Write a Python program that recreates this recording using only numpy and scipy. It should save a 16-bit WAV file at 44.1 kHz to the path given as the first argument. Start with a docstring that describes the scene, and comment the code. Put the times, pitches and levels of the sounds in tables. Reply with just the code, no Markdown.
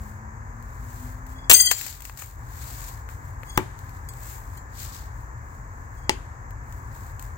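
"""Knife throwing in a wood

Three knives fly at a dead trunk just left of the microphone, their bending modes ringing as they spin.
The first glances off, spins away ringing and drops into dry leaves; the other two stick with a dry thud,
the sound of heavily damped wood. Brittle leaves crackle as the thrower shuffles in the litter, and the
blades clink in the hand. Far traffic hums behind the trees."""
import sys
import numpy as np
from scipy import signal
from scipy.fft import rfft, irfft
from scipy.io import wavfile
from scipy.ndimage import uniform_filter1d

SR = 44100
rng = np.random.default_rng(int(sys.argv[2]) if len(sys.argv) > 2 else 0)


def pcm_store(signal):
    """Save signal as 16-bit PCM."""
    levels = np.round(np.clip(np.atleast_2d(signal), -1, 1) * 32767)
    wavfile.write(sys.argv[1], SR, levels.astype(np.int16).T)


N = 325017
T = np.arange(N) / SR

# Spectra of the noises. 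Each row: frequency in Hz, relative spectral density in dB.
TRAFFIC_SPECTRUM = [(30, -21), (43, 2), (60, -1), (115, -4), (180, -23), (260, -22), (330, -27.5),
                    (620, -29.5), (800, -24.5), (1000, -20), (1400, -28), (1700, -24), (2200, -37),
                    (3000, -61)]
HISS_SPECTRUM = [(2500, -7.5), (3300, -15), (5600, 2.5), (6500, 8.5), (7400, 8.5), (8400, -5.5),
                 (10500, -16.5), (13000, -9), (15500, -8)]
LEAF_SPECTRUM = [(400, -11.5), (1200, -2), (2200, 2.5), (3200, -6), (4500, -4), (7500, 4.5), (10000, -4),
                 (13000, 0), (15500, 0)]
SCRAPE_SPECTRUM = [(2600, -11), (4400, -1.5), (5700, -2), (8000, -9)]  # feet dragging through litter
FIBRE_SPECTRUM = [(200, -4), (700, -1.5), (1500, -10.5), (2200, -6.5), (3000, 0), (4200, -4), (5600, 0),
                  (7000, -14), (9000, -10), (11000, -30), (15500, -22.5)]
STEEL_SPECTRUM = [(1000, -7.5), (3000, 5.5), (4900, -13), (5800, -1.5), (7000, 1.5), (9000, -2.5),
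                  (10500, -9.5), (12500, 0.5), (13600, -6), (15500, -1.5)]
SOIL_SPECTRUM = [(150, -9), (500, -3.5), (1800, -0.5), (3000, -11.5)]
BARK_SPECTRUM = [(170, -2.5), (400, 0), (650, -7.5), (1100, -6.5), (2500, -16)]
BOUNCE_SPECTRUM = [(1500, -6), (4000, 0), (15500, 0)]
LOW_TAIL = [(100, -2), (200, -3), (300, -2.5), (430, -5), (1000, -11), (2200, -9), (3500, -12.5)]
HIGH_TAIL = [(1500, -9), (4000, 1), (7000, 1), (10000, 0), (15500, -4.5)]
WASH_SPECTRUM = [(300, -2.5), (1000, -2.5), (2700, 0), (4500, -4.5), (8000, -6), (15000, -19)]
# The background dips briefly. Each row: time in seconds, gain in dB.
BACKGROUND_GAIN = [(1.5, 5.5), (1.7, 0), (2.36, 1), (2.39, 5.5)]
# Leaves stirred by a foot or the fallen knife. Each row: time of full strength in seconds,
# hold in seconds, level in dB, swell time in seconds, relative scrape level in dB.
LEAF_STIRS = [(0.023, .07, -58, .2, -23), (0.67, 0.072, -69, 0.15, -12), (0.962, .13, -53.5, 0.4, -12.5),
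              (1.292, 0.009, -56.5, 0.065, -14), (1.717, 0.16, -40.5, 0.09, -5),
              (2.044, .02, -49, 0.045, -11.5), (2.191, 0.005, -42.5, 0.031, -12),
              (2.625, 0.26, -46, 0.21, -8.5), (3.098, 0.019, -55.5, 0.017, -10.5),
              (3.24, 0.055, -62, 0.069, -12), (3.47, 0.12, -57.5, 0.11, -18), (3.8, .17, -61.5, 0.09, -6.5),
              (4.282, 0.055, -46.5, 0.23, -18.5), (4.527, .03, -60, .2, -13.5),
              (4.794, 0.054, -44.5, 0.071, -2.5), (4.946, .01, -48.5, 0.11, -1.5),
              (5.171, 0.047, -64.5, 0.068, -12.5), (5.531, 0.025, -64.5, 0.25, -14),
              (5.75, .1, -70, 0.19, -9.5), (5.947, 0.033, -66, 0.093, -14), (6.707, .07, -61, .12, -19.5),
              (6.957, 0.13, -58, 0.17, -10.5), (7.218, 0.026, -55, 0.045, -12)]
# Things landing or snapping in the litter. Each row: start in seconds, level in dB, relative thump in dB.
LITTER_SNAPS = [(.625, -49, -11), (1.266, -44, -23), (1.712, -17, -27), (1.713, -19.5, -2.5),
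                (1.786, -46, -29), (1.812, -27, -25), (1.865, -29.5, -14), (2.005, -37.5, -27),
                (2.021, -36.5, -17), (2.052, -31.5, -22), (2.096, -42.5, 9.5), (2.174, -36.5, -10),
                (2.221, -36, 2.5), (2.536, -44, -14.5), (3.089, -44, 7.5), (3.433, -48, 14.5),
                (3.79, -43, -19), (3.893, -44, -4), (4.1365, -43, -10), (6.5073, -46, -19.5),
                (6.7245, -43.5, -21.5), (7.195, -38, -13), (7.225, -39, -20)]
# Bending modes of a steel knife. Each row: frequency in Hz, level in dB, free T60 in seconds,
# touched T60 in seconds.
BLADE_MODES = [(1507, -27, 0.97, .1), (1977, -18.5, 1.2, 0.079), (2299, -30, 0.35, 0.11),
               (3200, -11, 4, 0.1226), (4190, -22.5, 1.3, 0.19), (4660, -13, 0.89, 0.13),
               (4720, -12, 3.6, 0.12), (6355, -0.5, .62, 0.11), (6930, -24, 0.78, 0.24),
               (7330, -19.5, 1.3, 0.51), (8220, 0.5, 0.42, 0.0804), (9580, -19.5, .7, 0.3),
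               (9040, -6, 0.59, 0.068), (10430, -14.5, 0.47, 0.11), (11930, -17.5, 0.64, .1),
               (11900, -20.5, 0.4, 0.093), (12570, -15.5, .45, 0.08), (12800, -20.5, .35, .08),
               (14700, -21.5, .55, .1), (15400, -7.5, 0.29, .08), (15300, -11, 0.31, .08),
               (15660, -12.5, 0.21, .08)]
# Knives in the air. Each row: start and stop in seconds, level in dB, treble tilt in dB per octave,
# Doppler pitch ratio, end-on moment in seconds, T60 after landing as a multiple of the touched T60.
KNIFE_FLIGHTS = [(1.316, 1.503, -35.5, -13.5, 1.05, 1.418, 0), (1.508, 1.712, -4, 4.5, 1, 1.577, 1),
                 (3.452, 3.58, -28.5, -7.5, 1.042, 3.534, 0.04), (5.955, 6.096, -45, -5, 1.02, 6.2, 0)]
# Modes of the trunk. Each row: frequency in Hz, level in dB, T60 in seconds.
TRUNK_MODES = [(112.9, -13.5, 0.029), (167, -18, .04), (230, -10.5, 0.031), (312, -21, 0.2),
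               (375, -12, 0.076), (480, -15, .02), (614, -12.5, .02), (1018, -7.5, .025),
               (1216, 2.5, 0.0085), (1600, -5.5, 0.012), (1920, -6.5, 0.01), (3440, -22.5, .018)]
# Blows on the trunk. Each row: start in seconds, clash level in dB, clash T60 in seconds, sinking time in
# seconds, wood level in dB, crack level in dB, ring frequency in Hz, ring level in dB, ring T60 in seconds.
TRUNK_BLOWS = [(1.497, -10, 0.066, 0.00048, -31, -13, 2690, -14.5, 0.049),
               (1.4996, -13, 0.073, 0.00043, -25, -4.5, 7520, -11, 0.12),
               (1.5122, -6, 0.053, 0.00088, -13, 4, 930, -20, 0.067),
               (3.5751, -16.5, 0.021, 0.0024, -5.5, -22, 882, -23, 0.11),
               (6.0940, -32, 0.024, 0.0007, -12, -5, 845, -9, 0.031)]
# Blades knocked on the ground or in the hand. Each row: start in seconds, level in dB, pitch ratio,
# T60 as a multiple of the touched T60.
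BLADE_CLINKS = [(1.714, -25, 1, 1), (1.783, -39, 1, 1), (4.088, -39.5, 1.05, .55), (4.549, -56, 1.1, .5),
                (4.573, -45.5, 0.99, .55)]
# Response of the microphone ports. Each row: frequency in Hz, left gain in dB, right gain in dB.
PORT_RESPONSE = [(3044, 0, -2), (3400, 2, -4.5), (4300, 2.5, -7), (5745, -1.5, -7.5), (6400, 3, -6),
                 (7700, 5.5, -8.5), (7800, 3.5, -9), (9040, 1.5, -5), (10900, -1.5, 1.5), (12200, 1, 5),
                 (14100, 4, 3), (15340, 6.5, -0.5)]


def undb(db):
    """Amplitude ratio of a level in decibels."""
    return 10 ** (np.asarray(db) / 20)


def colour(x, spectrum):
    """Spectral shaping with steep skirts at both ends, scaled to unit rms."""
    hz, db = np.transpose(spectrum)
    f = np.maximum(np.fft.rfftfreq(x.shape[-1], 1 / SR), 1)
    skirts = np.minimum(f / hz[0], 1) ** 2 * np.minimum(hz[-1] / f, 1) ** 6
    gain = undb(np.interp(np.log(f), np.log(hz), db))
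    shaped = irfft(rfft(x) * skirts * gain, x.shape[-1])
    return shaped / np.std(shaped)


def noise(spectrum, size=N):
    """Filtered Gaussian noise of unit rms."""
    return colour(rng.standard_normal(size), spectrum)


def grain_gains(spread_db, samples):
    """A log-normal gain, drawn anew for each grain."""
    return undb(spread_db * np.repeat(rng.standard_normal(N // samples + 1), samples)[:N])


def crackle(spectrum, grain_db):
    """Random amplitude modulation breaks noise into tiny uneven grains."""
    return colour(rng.standard_normal(N) * grain_gains(grain_db, samples=16), spectrum)


def drift(rate_hz):
    """A slow random process with a spread near 1."""
    knots = np.repeat(rng.standard_normal(256), 8)
    return np.interp(T * rate_hz, np.arange(len(knots)) / 8, uniform_filter1d(knots, size=8))


def decay(t, t60):
    """Exponential damping, 60 dB in t60 seconds."""
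    return np.exp(-np.log(1000) * t / max(t60, 1e-3))


def add(track, start, sound):
    """Superpose a sound on a track at a time in seconds."""
    i = int(start * SR)
    track[i:i + len(sound)] += sound[:N - i]


def place(x, left_db, lead_ms):
    """Direction sets the level and time differences between the two ports."""
    f = np.fft.rfftfreq(N, 1 / SR)
    delayed = irfft(rfft(x) * np.exp(-2j * np.pi * f * lead_ms / 1000), N)
    return np.array([x * undb(left_db / 2), delayed * undb(-left_db / 2)])


def traffic_and_hiss(diffuse_hz=700):
    """Far traffic under a thin hiss: long waves reach both ports alike, short ones as a diffuse field."""
    highpass = signal.butter(1, diffuse_hz, "high", fs=SR, output="sos")
    diffuse = signal.sosfilt(highpass, [noise(TRAFFIC_SPECTRUM), noise(TRAFFIC_SPECTRUM)])
    rumble = place(noise(TRAFFIC_SPECTRUM), left_db=1.3, lead_ms=-0.32) + diffuse
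    hiss = np.array([noise(HISS_SPECTRUM), noise(HISS_SPECTRUM)])
    air = undb(-42 + 0.45 * drift(1.1)) * rumble + undb(-67) * hiss
    return air * undb(np.interp(T, *np.transpose(BACKGROUND_GAIN)))


def engine(start_hz=210, climb_hz_per_s=38, hold_s=1.3, fade_db_per_s=25.5, half_order_db=-4):
    """A far engine pulls away: its note and half order rise with its speed, waver and fade."""
    hz = (start_hz + climb_hz_per_s * T) * (1 + 0.0051 * drift(4))
    phase = 2 * np.pi * np.cumsum(hz) / SR
    db = -48.5 - fade_db_per_s * np.maximum(T - hold_s, 0) + 4 * drift(14)
    note = np.sin(phase) + undb(half_order_db) * np.sin(phase / 2)
    return place(undb(db) * note, left_db=2.4, lead_ms=-0.046)


def rustle(swell_db=20, settle_db_per_s=129.5):
    """Countless leaf crackles add incoherently, so powers sum as each stir swells, holds and settles."""
    leaf_power, scrape_power = np.zeros(N), np.zeros(N)
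    for full, hold, db, swell_s, scrape_db in LEAF_STIRS:
        swelling = swell_db * np.maximum(full - T, 0) / swell_s
        settling = settle_db_per_s * np.maximum(T - full - hold, 0)
        power = undb(np.maximum(db - swelling - settling, -150)) ** 2
        leaf_power += power
        scrape_power += power * undb(scrape_db) ** 2
    bunches = grain_gains(spread_db=1.5, samples=256)
    sides = []
    for side_db in (3, 1):  # left, right
        leaves = np.sqrt(leaf_power) * crackle(LEAF_SPECTRUM, grain_db=2)
        scrape = np.sqrt(scrape_power) * crackle(SCRAPE_SPECTRUM, grain_db=4.5)
        sides.append(undb(side_db) * (leaves + scrape))
    return bunches * np.array(sides)


def snaps(ticks_per_s=2.2, doubling_db=24.5):
    """Brittle fracture of leaves and twigs gives noise bursts; heavier things also thump the soil."""
    out = np.zeros(N)
    brittle, soil = noise(LEAF_SPECTRUM), noise(SOIL_SPECTRUM)
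    # Faint twigs tick in between as a Poisson process.
    wait_draws, level_draws = rng.random((64, 2)).T
    times = np.cumsum(-np.log(1 - wait_draws)) / ticks_per_s
    ticks = [(start, db, -13.5) for start, db in zip(times, -64 + 6 * level_draws) if start < T[-1]]
    for start, db, thump_db in LITTER_SNAPS + ticks:
        i = int(start * SR)
        t60 = 0.021 * 2 ** ((db + 40) / doubling_db)  # louder snaps last longer
        burst = (brittle + undb(thump_db) * soil)[i:i + SR // 8]
        add(out, start, undb(db) * burst * decay(T[:len(burst)], t60))
    return out


def spinning_knives(coincidence_hz=3200, beam_width=0.097, spill_db=-14, build_s=0.048, swing_m=.08):
    """Each bending wave radiates at its coincidence angle; the spin sweeps these beams past the listener."""
    out = np.zeros(N)
    half_turn_s, sound_m_per_s = .125, 343
    for start, stop, db, tilt_db, pitch, end_on, freedom in KNIFE_FLIGHTS:
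        t = T[:int((stop - start + .3) * SR)]
        since_landing = np.maximum(start + t - stop, 0)
        angle = np.pi * (start + t - since_landing - end_on) / half_turn_s
        facing = np.abs(np.cos(angle))
        # The swing towards the listener and away bends the pitch by the Doppler effect.
        source_time = t + swing_m * np.sin(angle) / sound_m_per_s
        for hz, mode_db, free_t60, touched_t60 in BLADE_MODES:
            # Waves faster than sound in air radiate nearer to broadside.
            aim = min(np.sqrt(coincidence_hz / hz), .77)
            lobe = undb(spill_db) + np.exp(-((facing - aim) / beam_width) ** 2)
            ring = lobe * np.sin(2 * np.pi * (hz * pitch * source_time + rng.random()))
            # Paths by the ground and trunk have other Doppler shifts and beat with the direct one.
            for shift, phase in rng.uniform(-1, 1, size=(3, 2)):
                ring += undb(-17) * np.sin(2 * np.pi * (hz * pitch * (1 + .012 * shift) * t + phase))
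            envelope = np.minimum(t / build_s, 1) * decay(t, free_t60)
            envelope *= decay(since_landing, touched_t60 * freedom)
            # A soft release excites the high modes less than a blow does.
            treble_db = tilt_db * max(np.log2(hz / coincidence_hz), 0)
            add(out, start, undb(db + mode_db + treble_db) * envelope * ring)
    return out


def blows(crack_t60=0.0096, rattle_db=-19, rattle_t60=0.12):
    """Impact excites damped modes of trunk and blade; steel clashes, fibres crack, loose bark rattles."""
    out, t = np.zeros(N), T[:SR // 2]
    fibres, steel = crackle(FIBRE_SPECTRUM, grain_db=1.1), crackle(STEEL_SPECTRUM, grain_db=1.5)
    bark = noise(BARK_SPECTRUM)
    thud = sum(undb(db) * decay(t, t60) * np.sin(2 * np.pi * hz * t) for hz, db, t60 in TRUNK_MODES)
    for start, clash_db, clash_t60, sink_s, wood_db, crack_db, ring_hz, ring_db, ring_t60 in TRUNK_BLOWS:
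        i = int(start * SR)
        span = slice(i, i + len(t))
        wood = thud + undb(rattle_db) * bark[span] * decay(t, rattle_t60)
        ring = decay(t, ring_t60) * np.sin(2 * np.pi * ring_hz * t)
        crack = fibres[span] * decay(t, crack_t60)
        add(out, start, undb(clash_db) * steel[span] * decay(t, clash_t60))
        add(out, start + sink_s, undb(crack_db) * crack - undb(wood_db) * wood - undb(ring_db) * ring)
    return out


def clinks():
    """A light knock excites all blade modes nearly alike; contact with fingers or leaves damps them."""
    out, t = np.zeros(N), T[:SR // 2]
    for start, db, pitch, looseness in BLADE_CLINKS:
        for hz, mode_db, _, touched_t60 in BLADE_MODES:
            ring = np.sin(2 * np.pi * (hz * pitch * t + rng.random()))
            add(out, start, undb(db + mode_db / 2) * decay(t, touched_t60 * looseness) * ring)
    return out


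def near(x, left_db, lead_ms, bounce_db=-8):
    """Direct sound interferes with early reflections off bark and housing, different at each port."""
    bounces = noise(BOUNCE_SPECTRUM, size=512).reshape(2, 256) * decay(T[:256], .007)
    bounces *= undb(bounce_db) / np.sqrt(np.sum(bounces ** 2) / 2)
    return place(x, left_db, lead_ms) + signal.oaconvolve(x[None], bounces, axes=1)[:, :N]


def stem_scatter(x, build_s=.007):
    """Scattering by the ground and nearby stems adds a short tail whose treble dies first."""
    t = T[:SR // 2]
    tail = np.zeros((2, len(t)))
    for spectrum, db, t60 in ((LOW_TAIL, -22, 0.25), (HIGH_TAIL, -17, 0.16)):
        envelope = decay(t, t60) * np.minimum(t / build_s, 1)
        echo = noise(spectrum, size=2 * len(t)).reshape(2, -1) * envelope
        tail += undb(db) * echo / np.sqrt(np.sum(echo ** 2) / 2)
    return signal.fftconvolve(x[None] * undb([[1.5], [-1.5]]), tail, axes=1)[:, :N]


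def forest_wash(x, db=-28, t60=0.68):
    """Incoherent echoes from countless distant trunks and leaves return each blow as a toneless wash."""
    energy_decay = decay(T[:SR], t60) ** 2
    power = signal.fftconvolve(x ** 2, energy_decay / np.sum(energy_decay))[:N]
    wash = np.array([noise(WASH_SPECTRUM), noise(WASH_SPECTRUM)])
    return undb(db) * np.sqrt(np.maximum(power, 0)) * wash


def scene():
    """Sources and echoes superpose: knives and trunk on the near left, leaves all round, traffic beyond."""
    strikes, ringing, litter = blows(), spinning_knives() + clinks(), snaps()
    close = near(strikes, left_db=5, lead_ms=.19)
    close += near(ringing, left_db=0.8, lead_ms=.15)
    close += near(litter, left_db=7, lead_ms=.077)
    echoes = stem_scatter(strikes + 0.84 * ringing + litter) + forest_wash(strikes)
    return close + echoes + rustle() + traffic_and_hiss() + engine()


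def record(dry, cutoff_hz=15900):
    """Each port filters the sound; peaks beyond full scale clip and a low-pass cuts the top."""
    hz, *sides = np.transpose(PORT_RESPONSE)
    f = np.fft.rfftfreq(N, 1 / SR)
    response = undb([np.interp(f, hz, db) for db in sides])
    heard = irfft(rfft(dry) * response, N)
    lowpass = signal.ellip(10, .1, 60, cutoff_hz, fs=SR, output="sos")
    return signal.sosfilt(lowpass, np.clip(heard, -1, 1))


dry = scene()
out = record(dry)
pcm_store(out)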